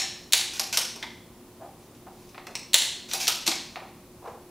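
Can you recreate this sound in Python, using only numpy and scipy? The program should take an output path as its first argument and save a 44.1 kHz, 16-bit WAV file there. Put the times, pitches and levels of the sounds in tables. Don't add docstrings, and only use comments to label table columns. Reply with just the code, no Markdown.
import sys
import numpy as np
from scipy import signal
from scipy.fft import rfft, irfft
from scipy.io import wavfile
from scipy.ndimage import uniform_filter1d

SR = 44100
rng = np.random.default_rng(int(sys.argv[2]) if len(sys.argv) > 2 else 0)


def volts_from_db(level):
    exponent = np.asarray(level, float) / 20
    return 10 ** exponent


def transcribe(u):
    v = np.clip(np.atleast_2d(u).T, -1, 1)
    q = np.round(v * 32767).astype(np.int16)
    wavfile.write(sys.argv[1], SR, q)


N = 198846
LEAD = SR // 5

# freq_hz, density_db_per_hz
AIR = [(12, -56), (20, -14), (113, -9.5), (145, -8.5), (234, -7), (327, -10.5), (355, -8), (386, -12),
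       (497, -15), (756, -19), (1060, -20), (1610, -29), (2180, -28.5), (3140, -30.5), (15900, -34.5)]
# freq_hz, waver_width_hz, level_db
HUM = [
    (115.5, 2.6, -65),
    (234.8, 21, -62.5),
    (358.3, 1.3, -57),
    (10000, 9.7, -73.5),
    (15350, 3.6, -73),
]
# freq_hz, density_db_per_hz
SIDE_HISS = [(12, -25.5), (20, -2.5), (74, 5), (261, -4.5), (365, -1), (972, -4), (2180, -2), (6870, 0),
             (14600, -2.5), (15900, 1)]
# freq_hz, t60_s
ROOM_T60 = [(300, 0.44), (800, 0.59), (2100, 0.64), (5500, 0.61), (9000, 0.48), (14600, 0.31)]
# delay_ms, level_db
ECHOES = [(2.7, -4), (5.6, -6.5), (9.1, -15.5), (11.5, -10.5), (16.0, -10.5), (22.0, -11.5), (40.5, -14.5),
          (44.0, -13.5), (78.0, -17)]

# freq_hz, density_db_per_hz
LATCH_OPEN = [(590, -41), (1000, -20.5), (1600, -7), (3500, 3), (4400, 6.5), (5000, -3), (6900, -0.5),
              (8800, -4), (9700, -1.5), (11700, -11.5), (12400, -6), (14000, -17.5), (14900, -18),
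              (15800, -7)]
LATCH_OPEN_AGAIN = [(590, -44), (1000, -27), (2000, -5), (2300, -9.5), (3000, -1.5), (4300, 3.5),
                    (4900, -9), (7600, -4), (9900, -12), (10700, -5), (11700, -18.5), (12500, -10),
                    (14000, -25), (15300, -14)]
RIM = [(590, -39), (1000, -9), (1300, -7.5), (1380, -11.5), (1980, -8.5), (2140, -7.5), (2610, -4),
       (3030, -6), (5270, 1), (10400, -14), (11300, -0.5), (12800, -22), (14700, -10), (15800, -42)]
RIM_AGAIN = [(590, -33), (1000, -6), (1800, -9), (2600, -10), (4300, 1.5), (5500, -3), (7200, -3),
             (10200, -9), (10950, 5), (11600, -12), (13800, -22), (14500, 4), (15200, -18), (15800, -30)]
STOP = [(590, -39), (1000, -8), (1480, -10.5), (1750, -8), (2670, -3), (3560, -1), (4590, -2.5),
        (5700, 2.5), (7500, -9.5), (8200, -1.5), (8700, -8), (9800, -5.5), (12700, -11.5), (15800, -17)]
STOP_AGAIN = [(590, -42), (1000, -4), (1330, -33), (1700, -14), (2790, 1), (3520, 1), (4800, 0.5),
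              (5800, -1.5), (9000, -8), (11200, -9.5), (11800, -2), (12400, -12.5), (15800, -13.5)]
LIFTER = [(590, -35), (1000, -6), (1500, -14.5), (2100, -7), (2500, -2.5), (3000, -6), (4200, 1.5),
          (5850, -5), (6500, -4), (8000, -7.5), (10500, -14), (13300, -16), (14300, -24.5), (15800, -39)]
LIFTER_EARLIER = [(590, -45), (1000, -17.5), (1550, -19.5), (1780, -4), (2120, -10), (3290, -7.5),
                  (3600, -7.5), (4090, 0.5), (4810, -13), (5520, 1.5), (6200, -12), (6800, -3),
                  (7290, -10.5), (15800, -26.5)]
SLIDE = [(590, -41), (1000, -3), (1320, -20), (1480, 0), (1700, -10.5), (2550, 3), (2890, -3.5), (5920, 1),
         (8670, -8.5), (14400, -12), (15800, -19.5)]
PLASTIC = [(590, -39), (1000, -11.5), (1080, -33), (1450, -11), (1760, -7.5), (2090, 1.5), (2520, -10.5),
           (2790, -14), (3320, -2), (4240, -9.5), (5460, -13), (6350, -20.5), (15800, -36)]
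SHELL_TAP = [(590, -35), (1000, -4.5), (1400, -12.5), (2640, -1), (3300, -11.5), (4300, -1.5), (4810, -10),
             (5460, 2.5), (7200, -14.5), (8000, -4), (9800, -17), (14000, -25), (15000, -13), (15800, -18)]
TOUCH = [(590, -40), (1000, -16), (2000, -4), (2800, -4), (4300, 0), (5100, -9.5), (5900, 5), (7000, -18),
         (10000, -23), (15800, -27.5)]
DULL = [(590, -34), (1000, 1), (1270, 4), (1620, -7), (1840, 4), (2550, 2.5), (3140, -7), (4140, -4),
        (7900, -33), (15800, -31)]

# start_s, swell_s, fade_s, top_db, pitch_hz
SHUFFLES = [
    (1.595, 0.028, 0.13, -46.5, 696),
    (2.062, 0.0083, .12, -55, 764),
    (2.46, 0.017, 0.13, -49.5, 608),
    (4.215, 0.043, 0.054, -43, 745),
]
# start_s, swell_s, fade_s, top_db
RUBS = [
    (.52, 0.055, 0.055, -40.5),
    (.725, 0.012, 0.068, -32.5),
    (1.78, .04, .09, -66),
    (2.1, 0.13, .3, -64),
    (3.08, 0.07, .05, -36.5),
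    (3.1995, 0.0024, .12, -29.5),
    (3.46, 0.012, 0.042, -28),
    (4.24, 0.048, 0.096, -65),
]
# start_s, peak_db, pitch_hz, t60_s
KNOCKS = [(.729, -45, 1490, 0.025), (.772, -34, 1416, 0.029), (.959, -43, 388, 0.043),
          (1.031, -39.5, 910, 0.036), (2.476, -44.5, 420, 0.033), (2.742, -29, 610, 0.0079),
          (3.282, -27.5, 1310, 0.0096), (3.478, -28.5, 313, 0.024), (3.555, -40.5, 296, 0.046),
          (.778, -37.5, 530, .04), (.336, -33.5, 897, 0.05), (2.746, -34, 907, 0.03),
          (4.255, -40, 1010, 0.076), (4.272, -37.5, 496, 0.054), (4.345, -49, 490, 0.025)]
# start_s, peak_db
TUBE_JOLTS = [(-.03, -34.5), (.33, -32), (.598, -37), (2.067, -42.5), (2.347, -50), (2.376, -41),
              (3.14, -33.5), (3.515, -36), (3.765, -34.5), (3.818, -41.5), (1.625, -53), (1.66, -50.5)]
# [start_s, peak_db]
TICKS = [
    (STOP, [(.536, -33), (.814, -27.5), (.9605, -38.5)]),
    (SLIDE, [(1.95, -53.5), (2.2915, -48.5), (2.4685, -37.5)]),
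    (DULL, [(2.066, -57), (2.346, -41.5), (2.3795, -36.5), (2.47, -36), (3.7584, -29), (4.2535, -53)]),
]
# [start_s, peak_db, contact_ms]
GATE_SNAPS = [(LIFTER_EARLIER, [(-.06, -7.5, 2.9)]), (LATCH_OPEN, [(.3232, -17.5, 4.7),
              (.3334, -5.5, 2.5)]), (RIM, [(.5957, -17.5, 4.1)]), (SLIDE, [(.7272, -23.5, 5.1)]),
              (STOP, [(.7725, -13, 5.8)]), (PLASTIC, [(1.0268, -27.5, 5.3), (3.5155, -25.5, 3.0)]),
              (SHELL_TAP, [(2.5535, -22.5, 0.74)]), (LATCH_OPEN_AGAIN, [(2.7330, -18.5, 2.6),
              (2.7427, -1, 1.73)]), (TOUCH, [(3.0925, -41, 3), (3.113, -27.5, 2.8), (3.2705, -22, 4.4)]),
              (RIM_AGAIN, [(3.1347, -20, 3)]), (STOP_AGAIN, [(3.2790, -13.5, 4.7)]),
              (LIFTER, [(3.4660, -21, 2.2), (3.4768, -14.5, 2.7), (3.5155, -26, 1.2)])]


def read(points, hz):
    table_hz, value = np.transpose(points)
    return np.interp(np.log(hz + 1), np.log(table_hz + 1), value)


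def add(mix, start_s, sound):
    part = mix[LEAD + round(start_s * SR):][:len(sound)]
    part += sound[:len(part)]


def air():
    freq_hz = np.fft.rfftfreq(N, 1 / SR)
    t_s = np.arange(N) / SR
    wash = irfft(rfft(rng.standard_normal(N)) * volts_from_db(read(AIR, freq_hz)), N)
    out = volts_from_db(-51) * wash / wash.std()
    for hz, width_hz, db in HUM:
        waver = irfft(rfft(rng.standard_normal(N)) * (freq_hz < width_hz), N)
        level_db = db + 2.5 + 0.92 * waver / waver.std()
        out += volts_from_db(level_db) * np.sin(2 * np.pi * hz * t_s)
    return out


def room(x, tail_db=-0.5, build_ms=0.98):
    taps = rng.standard_normal(SR)
    hz, t_s, bands = signal.stft(taps, SR, nperseg=256)
    decay = volts_from_db(-60 * t_s / read(ROOM_T60, hz)[:, None])
    tail = signal.istft(bands * decay, SR, nperseg=256)[1][:SR]
    tail *= 1 - np.exp(-(np.arange(SR) / SR * 1000 / build_ms) ** 2)
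    tail *= volts_from_db(tail_db) / np.linalg.norm(tail)
    for ms, db in ECHOES:
        smear = 6 + 1.5 * ms
        scatter = rng.standard_normal(200) * np.exp(-np.arange(200) / smear)
        tail[round(ms * SR / 1000):][:200] += volts_from_db(db) * scatter / np.linalg.norm(scatter)
    return signal.fftconvolve(x, tail)[:len(x)]


def mode(freq_hz, hz, width_hz):
    damping = 1j * freq_hz * width_hz
    return damping / (hz ** 2 - freq_hz ** 2 + damping)


def part_response(points, freq_hz):
    bass = (100, points[1][1] - 30.0)
    log_gain = np.log(volts_from_db(read([bass] + list(points[1:]), freq_hz)))
    mirrored = np.r_[log_gain, log_gain[-2:0:-1]]
    return np.exp(np.conj(signal.hilbert(mirrored)))[:len(freq_hz)]


def rub(start_s, swell_s, fade_s, top_db, response, slips_per_s):
    t_s = np.arange(SR // 2) / SR
    swell = np.clip(t_s / swell_s, 0, 1) ** 0.73
    fade = volts_from_db(-23 * np.maximum(t_s - swell_s, 0) / fade_s)
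    pressure = swell * fade * (t_s < swell_s + 2 * fade_s)
    slips = rng.standard_normal(len(t_s)) * (rng.random(len(t_s)) < slips_per_s / SR)
    sound = irfft(rfft(slips) * response(np.fft.rfftfreq(len(t_s), 1 / SR)), len(t_s))
    return start_s, volts_from_db(top_db) * pressure * sound / sound.std()


def shuffle(start_s, swell_s, fade_s, top_db, hz):
    def cloth(f):
        return mode(f, hz, hz / 1.85) ** 2 + volts_from_db(-30) * mode(f, 1300, 1260)
    return rub(start_s, swell_s, fade_s, top_db, cloth, 1500)


def shell_rub(start_s, swell_s, fade_s, top_db):
    return rub(start_s, swell_s, fade_s, top_db, lambda f: part_response(SLIDE, f), 2500)


def strike(peak_db, contact_ms, response, rise_ms=0.042):
    ms = np.arange(4096) / SR * 1000
    shape = (1 - np.exp(-ms / rise_ms)) * np.exp(-2 * ms / np.clip(contact_ms, .2, 30))
    force = rng.standard_normal(4096) * shape
    for _ in range(4):
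        force = irfft(np.exp(1j * np.angle(rfft(force))))
        force *= shape / np.sqrt(abs(uniform_filter1d(force ** 2, 15)) + 1e-12)
    sound = irfft(rfft(force, 8192) * response(np.fft.rfftfreq(8192, 1 / SR)))
    return volts_from_db(peak_db) * sound / np.sqrt(uniform_filter1d(sound ** 2, 88).max())


def knock(start_s, peak_db, hz, t60_s, contact_ms=10):
    width_hz = 1.73 / np.clip(t60_s, .005, .3)

    def hollow(f):
        return mode(f, hz, width_hz) + volts_from_db(-12.5) * mode(f, 713, 620) ** 2
    return start_s, strike(peak_db, contact_ms, hollow, 0.57 * contact_ms)


def tube_jolt(start_s, peak_db):
    return knock(start_s, peak_db, hz=766, t60_s=0.069, contact_ms=7.3)


def snap(part, start_s, peak_db, contact_ms=1.73):
    return start_s, strike(peak_db, contact_ms, lambda f: part_response(part, f))


def scene():
    sounds = [snap(part, *row) for part, rows in GATE_SNAPS for row in rows]
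    sounds += [snap(part, *row) for part, rows in TICKS for row in rows]
    sounds += [tube_jolt(*row) for row in TUBE_JOLTS]
    sounds += [knock(*row) for row in KNOCKS]
    sounds += [shell_rub(*row) for row in RUBS]
    sounds += [shuffle(*row) for row in SHUFFLES]
    near = np.zeros((4, N + LEAD))
    for k, (start_s, sound) in enumerate(sounds):
        add(near[k % 4], start_s, sound)
    wet = sum(room(x) for x in near)
    mid = (near.sum(0) + wet)[LEAD:] + air()
    return np.array([mid, mid])


def limiter(x):
    power_db = 10 * np.log10(abs(uniform_filter1d(x ** 2, 90, origin=44)) + 1e-12)
    fall_db = np.arange(N) * 146.0 / SR
    held_db = np.maximum.accumulate(power_db + fall_db) - fall_db
    over_db = np.maximum(held_db + 16.0, 0)
    return x / volts_from_db(0.46 * uniform_filter1d(over_db, 130, origin=64))


def side_signal(mid):
    freq_hz = np.fft.rfftfreq(N, 1 / SR)
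    hiss = irfft(rfft(rng.standard_normal(N)) * volts_from_db(read(SIDE_HISS, freq_hz)), N)
    hiss *= volts_from_db(-61.5) / hiss.std()
    return hiss + volts_from_db(-52.5) * (mid - np.roll(mid, 40))


def overload(x):
    excess = x - np.clip(x, -.97, .97)
    smooth = np.hanning(90) / np.hanning(90).sum()
    return x - excess + signal.oaconvolve(excess, smooth[None], "same")


def band_limit(x):
    return signal.sosfilt(signal.butter(12, 16030, fs=SR, output="sos"), x)


def record(dry):
    mid = limiter(dry[0])
    side = side_signal(mid)
    edge = signal.firwin(301, 15800, window=("kaiser", 8), fs=SR)
    both = signal.oaconvolve(np.array([mid + side, mid - side]), edge[None], "same")
    mix = np.clip(overload(both), -1, 1)
    return band_limit(mix)


dry = scene()
out = record(dry)
transcribe(out)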